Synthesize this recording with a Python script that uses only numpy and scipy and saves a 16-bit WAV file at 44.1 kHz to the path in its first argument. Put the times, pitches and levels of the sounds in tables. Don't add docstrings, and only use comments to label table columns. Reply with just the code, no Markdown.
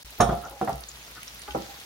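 import sys
import numpy as np
from scipy import signal
from scipy.fft import rfft, irfft, next_fast_len
from scipy.io import wavfile
from scipy.ndimage import uniform_filter1d, map_coordinates

SR = 44100
rng = np.random.default_rng(int(sys.argv[2]) if len(sys.argv) > 2 else 0)


def field_ratio(decibels):
    return 10 ** (np.asarray(decibels, dtype=float) / 20)


def store_wav(level_fs):
    pcm = np.round(np.clip(np.atleast_2d(level_fs), -1, 1) * 32767)
    wavfile.write(sys.argv[1], SR, pcm.T.astype(np.int16))


N = 81585
T = np.arange(N) / SR
# start_s, end_s
GAP_S = (.0325, .0468)
LOOSE, RATTLY, FIRM = 0.03, 0.11, 0.008


def unit(x):
    return x / np.sqrt(np.mean(x ** 2) + 1e-20)


def along(points, hz):
    f, v = np.transpose(points)
    return np.interp(np.log(hz + 1), np.log(f + 1), v)


def curve(rows):
    return np.interp(T, *np.transpose(rows))


def wobble(knots_per_s):
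    knots = rng.standard_normal(int(N * knots_per_s / SR) + 4)
    return map_coordinates(knots, [T * knots_per_s])


def filtered(x, response):
    m = next_fast_len(N + SR // 2)
    return irfft(rfft(x, m) * response(np.fft.rfftfreq(m, 1 / SR)), m)[..., :N]


def add(track, start_s, sound):
    part = track[:, round(start_s * SR):][:, :sound.shape[1]]
    part += sound[:, :part.shape[1]]


def from_left(pair):
    late_s = np.array([[0], [0.00019]])
    return filtered(pair, lambda hz: np.exp(-2j * np.pi * hz * late_s))


def frying():
    # time_s, level_db
    strength = [(0, -50.5), (.2, -49), (.5, -51), (.8, -50.5), (1.0, -48.5), (1.2, -49.5), (1.5, -48),
                (1.85, -49)]
    # freq_hz, density_db
    hiss_spectrum = [(25, -16), (70, -1), (300, -8), (600, -5.5), (1700, -4), (4200, -4.5), (6600, -8),
                     (7400, -12.5), (16000, -13)]
    # freq_hz, correlation
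    likeness = [(100, 0.26), (400, 0.95), (1500, 0.41), (5000, 0.067), (12000, 0.036)]
    hiss_db, fizz_db, fizz_per_s = 3.5, -5.5, 600

    chosen = rng.random((2, N)) < fizz_per_s / SR
    fizz = rng.standard_normal((2, N)) * field_ratio(13.0 * rng.random((2, N))) * chosen
    bubbling = rng.standard_normal((2, N)) + field_ratio(fizz_db) * unit(fizz)
    spectrum = signal.stft(bubbling, nperseg=256)[2]
    patches = uniform_filter1d(rng.standard_normal(spectrum.shape[1:]), 8, 0)
    patches = uniform_filter1d(patches, 6, 1)
    pair = signal.istft(spectrum * field_ratio(1.6 * unit(patches)), nperseg=256)[1][:, :N]

    def mid_side(hz):
        angle = np.arccos(np.clip(along(likeness, hz), -1, 1)) / 2
        return field_ratio(along(hiss_spectrum, hz)) * [np.cos(angle), np.sin(angle)]

    mid, side = filtered(pair, mid_side)
    level_db = curve(strength) + hiss_db + 0.6 * wobble(7.34)
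    return field_ratio(level_db) * unit(np.array([mid + side, mid - side]))


def spits():
    # start_s, peak_db, pitch_hz, width_octaves
    drops = [(0.0268, -34, 5000, 3.4), (0.0582, -34, 5100, 4.5), (0.1055, -32.5, 11500, 1),
             (.1271, -47, 3500, 1.7), (0.186, -29, 14600, .4), (0.3527, -36, 10000, .6),
             (0.374, -39, 13500, .5), (0.414, -38, 10300, 0.4), (.424, -35, 12900, .5),
             (0.45, -33, 6200, 0.31), (0.4966, -32.5, 10600, 1.2), (.51, -35, 12000, .6),
             (.6075, -42, 8700, 0.33), (.6479, -30.5, 9350, 0.94), (0.6933, -32, 11500, 1.2),
             (.705, -38, 10000, 0.69), (0.7289, -28.5, 4540, 1.4), (.7567, -32, 11100, 1),
             (0.8068, -30.5, 10800, 0.65), (0.8364, -29.5, 3950, 0.7), (0.8868, -24.5, 6900, 0.13),
             (0.891, -32, 6900, 0.21), (0.9152, -31.5, 4400, 0.76), (0.9562, -31.5, 3100, 0.63),
             (1.064, -36, 5750, 0.46), (1.1119, -37, 12000, .7), (1.1513, -33.5, 5600, 1),
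             (1.2037, -42, 9900, 0.71), (1.2303, -28, 2460, 0.76), (1.231, -30, 10100, 1.4),
             (1.2793, -27, 5500, 0.22), (1.2783, -29, 2440, 1.7), (1.3462, -32, 12900, 0.44),
             (1.3934, -31, 9250, 0.25), (1.418, -30, 5650, 1.6), (1.4361, -30.5, 4000, 0.25),
             (1.5075, -24.5, 3000, 0.42), (1.5763, -38, 13000, .6), (1.6206, -29, 3420, 1.2),
             (1.8, -34, 5260, 2)]
    spit_db, spit_s = -1, 0.0034
    out, t = np.zeros((2, N)), T[:SR // 40]
    for start_s, db, hz, octaves in drops:
        noise = rng.standard_normal((3, len(t)))
        low_hz = hz / 2 ** (abs(octaves) / 2 + 0.017)
        high_hz = min(hz * 2 ** (abs(octaves) / 2), 17000)
        band = signal.butter(2, [low_hz, high_hz], "bandpass", fs=SR)
        puff = signal.lfilter(*band, noise[0] + noise[1:] / 2)
        add(out, start_s, field_ratio(db + spit_db - 8.7 * t / spit_s) * unit(puff) / 2)
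    return from_left(out)


def drone():
    # start_s, level_db, rise_s
    kicks = [(0.044, -46, 0.0028), (.2, -24.5, 0.028), (.27, -28, 0.014), (.49, -48.5, 0.0077),
             (0.716, -33.5, 0.029), (.9, -43.5, 0.046), (1.09, -49.5, 0.021), (1.32, -55, 0.007),
             (1.48, -39, 0.021), (1.54, -41.5, 0.015), (1.71, -52, 0.022)]
    pitch_hz, wander_hz, t60_s = 56.9, 3.14, 0.38
    idle_db, upper_db = -57.5, -13.5
    phase = 2 * np.pi * np.cumsum(pitch_hz + wander_hz * wobble(26.08)) / SR
    swing = field_ratio(idle_db + 4.2 * wobble(11.73)) * (T > GAP_S[1])
    for start_s, db, rise_s in kicks:
        t = np.maximum(T - start_s, 0)
        kick = 2 * field_ratio(db - 60 * t / t60_s) * (1 - np.exp(-(t / rise_s) ** 2))
        swing = np.hypot(swing, kick)
    upper = field_ratio(upper_db + 4 * wobble(20)) * np.sin(2.2 * phase)
    return swing * (np.sin(phase) + upper) * field_ratio([[0.6], [-0.6]])


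def ring(modes, spread_db, turn, dull_hz, rough):
    hz, db, t60 = np.transpose(modes)[:, :, None]
    t = T[:SR // 3]
    chance = rng.standard_normal((3, len(modes), 1))
    size = field_ratio(db + spread_db * chance[0] - 60 * t / t60) / (1 + (hz / dull_hz) ** 3)
    wander = rough * np.clip(0.15 / t60, 0.3, 1.5) * rng.standard_normal(size.shape).cumsum(axis=1)
    apart = turn * np.minimum(hz / 500, 1) ** 2 * chance[1]
    phase = 2 * np.pi * hz * t + 0.26 * chance[2] + wander
    return np.array([np.sum(size * np.sin(phase + side * apart), axis=0) for side in (1, -1)])


def grate_contacts():
    # freq_hz, level_db, t60_s
    grate_modes = [(393, -15, 0.083), (560, -7.5, 0.14), (740, 14, 0.024), (806.6, 5, 0.47),
                   (1170, -17, 0.05), (1290, 12, 0.082), (1337, 7, 0.16), (1388, 6.5, 0.13),
                   (1482, -2, 0.079), (1780, 7, 0.061), (2100, -25, 0.055)]
    # start_s, length_s, level_db, favoured_hz
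    contacts = [(0.182, 0.026, -38, 467), (.2015, 0.014, -29, 1750), (.225, 0.0084, -20, 1420),
                (.288, 0.02, -35, 1290), (0.317, 0.083, -46.5, 1270), (0.406, 0.098, -43.5, 1324),
                (.43, 0.068, -39, 760), (0.499, 0.057, -43.5, 560), (0.546, 0.036, -44.5, 716),
                (.63, 0.024, -59, 1360), (1.151, 0.049, -46, 1670), (1.671, 0.056, -45, 880)]
    out = np.zeros((2, N))
    for start_s, length_s, db, near_hz in contacts:
        count = round(length_s * SR)
        slips = np.hanning(count) ** 0.5 * rng.standard_normal(count)
        favoured = [(f, g - 35 * abs(np.log2(f / near_hz)), 0.65 * t60) for f, g, t60 in grate_modes]
        answer = ring(favoured, spread_db=1.0, turn=0.29, dull_hz=3000, rough=FIRM)
        answer = answer / np.linalg.norm(answer[0])
        add(out, start_s, field_ratio(db) * signal.fftconvolve(slips[None], answer, axes=1))
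    return out


def knocks(hits, modes, rough, thud_db, thud_s, rise_s):
    out, t = np.zeros((2, N)), T[:SR // 3]
    for start_s, db, hard_hz in hits:
        noise = rng.standard_normal((3, len(t)))
        band = signal.butter(5, [130, min(hard_hz, 15000)], "bandpass", fs=SR, output="sos")
        burst = signal.sosfilt(band, noise[0] + 0.59 * noise[1:])
        thud = field_ratio(thud_db - 60 * t / thud_s) * unit(burst)
        tone = ring(modes, spread_db=2.5, turn=0.58, dull_hz=hard_hz, rough=rough)
        add(out, start_s, field_ratio(db) * (tone + thud) * (1 - np.exp(-t / rise_s)))
    return out


def pan():
    # freq_hz, level_db, t60_s
    landing_modes = [(137, -5, 0.172), (175, -2.5, 0.09), (209, 1, 0.12), (348, -12, 0.16),
                     (410.4, -8, 0.12), (499.3, -3, 0.1), (565, -6.5, 0.33), (678.7, 7.5, 0.058),
                     (706.2, 5, 0.24), (754, 2, 0.061), (800, -0.5, 0.14), (929, -0.5, 0.081),
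                     (1097, 5, 0.045), (1199, 0, 0.1)]
    rim_modes = [(2380, 1, 0.048), (2694, 1, 0.11), (3000, -1.5, 0.13), (3310, -3, 0.42),
                 (3614, -4.5, 0.37), (3837, -1, 0.15), (4400, -8, 0.08), (6200, 6.5, 0.025),
                 (6406, 14, 0.069), (6400, -8, 0.065)]
    handle_modes = [(5480, 7.5, 0.036), (8660, -14, 0.18), (10600, 1.5, 0.086)]
    nudge_modes = [(148, -9, 0.12), (204.3, 1, 0.11), (336, 0.5, .1), (400, -1, 0.046), (482, 5.5, 0.09),
                   (612, 8, 0.043), (701.6, 4, 0.13), (757, 9.5, 0.086), (956, -0.5, 0.076),
                   (1030, -18, 0.038), (1290, -18, 0.25), (1346, -4, 0.2), (1750, -4, .04)]
    rock_modes = [(126, -3, 0.14), (195, -3, 0.097), (420, -5, 0.14), (560, 0, .12), (694, 3, 0.11),
                  (766.6, 11, 0.07), (860, 4.5, 0.065), (993, 1, 0.067), (1155, 4.5, 0.061),
                  (1305, -8.5, 0.59), (1385, 2.5, .06), (1916, -2, 0.27), (2040, -6, 0.035)]
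    touch_modes = [(111, -12, 0.3), (291, -7.5, .15), (399, -8, 0.086), (624, -11.5, 0.11),
                   (834, -1.5, 0.34), (1200, -3.5, 0.075), (1310, -8, 0.062), (1486, -7, 0.14),
                   (2430, -18, .06), (3150, -7, 0.065)]
    settle_modes = [(119, -10, 0.08), (211, -3.5, 0.14), (331, -0.5, 0.13), (484, 9, 0.037),
                    (573, 7, 0.035), (695, -1, 0.094), (795, 3, 0.095), (1084, -21.5, 0.084),
                    (1330, 3, 0.12), (1490, -31, .06)]
    # start_s, level_db, hardness_hz
    landing_hits = [
        (.2012, -14, 1420),
        (.2225, -19.5, 454),
        (.232, -28, 900),
        (.272, -32.5, 1200),
        (.2895, -25.5, 1330),
        (.3065, -27, 1070),
        (.3235, -27, 830),
        (.36, -36.5, 796),
    ]
    rim_hits = [
        (.2045, -35, 12200),
        (.212, -38, 12000),
        (.226, -53, 9100),
    ]
    nudge_hits = [
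        (.6128, -29.5, 1280),
        (.6185, -37, 800),
        (.627, -28.5, 500),
        (.644, -33, 516),
    ]
    rock_hits = [
        (.6745, -35, 2500),
        (.681, -35, 1300),
        (.6925, -28, 930),
        (.712, -48, 890),
        (.722, -34, 307),
        (1.18, -46, 170),
        (1.225, -47, 169),
        (1.635, -40, 190),
    ]
    touch_hits = [
        (1.478, -35.5, 3000),
        (1.483, -34.5, 1500),
        (1.5075, -44, 4000),
    ]
    settle_hits = [
        (1.548, -25, 985),
        (1.552, -31.5, 780),
        (1.565, -29, 463),
        (1.579, -40.5, 760),
        (1.596, -41, 417),
    ]

    landing = knocks(landing_hits, landing_modes, LOOSE, thud_db=0, thud_s=0.083, rise_s=0.0018)
    rim = knocks(rim_hits, rim_modes, RATTLY, thud_db=-21, thud_s=0.025, rise_s=0.00099)
    handle = knocks(rim_hits[:1], handle_modes, FIRM, thud_db=-32, thud_s=0.02, rise_s=0.0055)
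    nudge = knocks(nudge_hits, nudge_modes, LOOSE, thud_db=3.5, thud_s=0.04, rise_s=0.00081)
    rock = knocks(rock_hits, rock_modes, LOOSE, thud_db=-3, thud_s=0.06, rise_s=0.0012)
    touch = knocks(touch_hits, touch_modes, FIRM, thud_db=-5, thud_s=0.052, rise_s=0.0012)
    settle = knocks(settle_hits, settle_modes, LOOSE, thud_db=-0.5, thud_s=0.11, rise_s=0.0013)
    return (landing * field_ratio([[-1.5], [1.5]]) + rim * field_ratio([[1.2], [-1.2]]) + handle * field_ratio(13.5)
            + nudge * field_ratio([[-0.8], [0.8]]) + rock * field_ratio([[-0.7], [0.7]]) + touch + settle + grate_contacts())


def kitchen(x):
    # freq_hz, t60_s
    room_decay = [(150, 0.58), (1000, 0.29), (8000, 0.17)]
    hz, t, z = signal.stft(rng.standard_normal((2, SR // 2)), SR, nperseg=256)
    fade = field_ratio(-60 * t / along(room_decay, hz)[:, None])
    tail = signal.istft(z * fade, SR, nperseg=256)[1]
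    delayed = np.pad(x, ((0, 0), (300, 0)))
    return signal.fftconvolve(delayed, tail / np.linalg.norm(tail[0]), axes=1)[:, :N]


def scene():
    near = pan() + spits()
    room = filtered(kitchen(near), lambda hz: hz ** 2 / (hz ** 2 + 300 ** 2))
    return near + field_ratio(-8) * room + from_left(frying()) + drone()


def low_pass(x):
    return signal.sosfilt(signal.butter(12, 16660, fs=SR, output="sos"), x)


def record(dry):
    ports_hz, low_hz, top_hz, overload = 200, 38, 15900, 0.78
    gate = np.where((T > GAP_S[0]) & (T < GAP_S[1]), 0.004, 1)
    side = 0.32 * filtered(dry[0] - dry[1], lambda hz: ports_hz ** 2 / (hz ** 2 + ports_hz ** 2))
    narrowed = dry - [side, -side]
    x = filtered(narrowed, lambda hz: (hz < top_hz) / (1 + (low_hz / (hz + 1)) ** 4)) * gate
    held = x / (1 + np.abs(x / overload) ** 4) ** 0.25
    return low_pass(held)


dry = scene()
out = record(dry)
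store_wav(out)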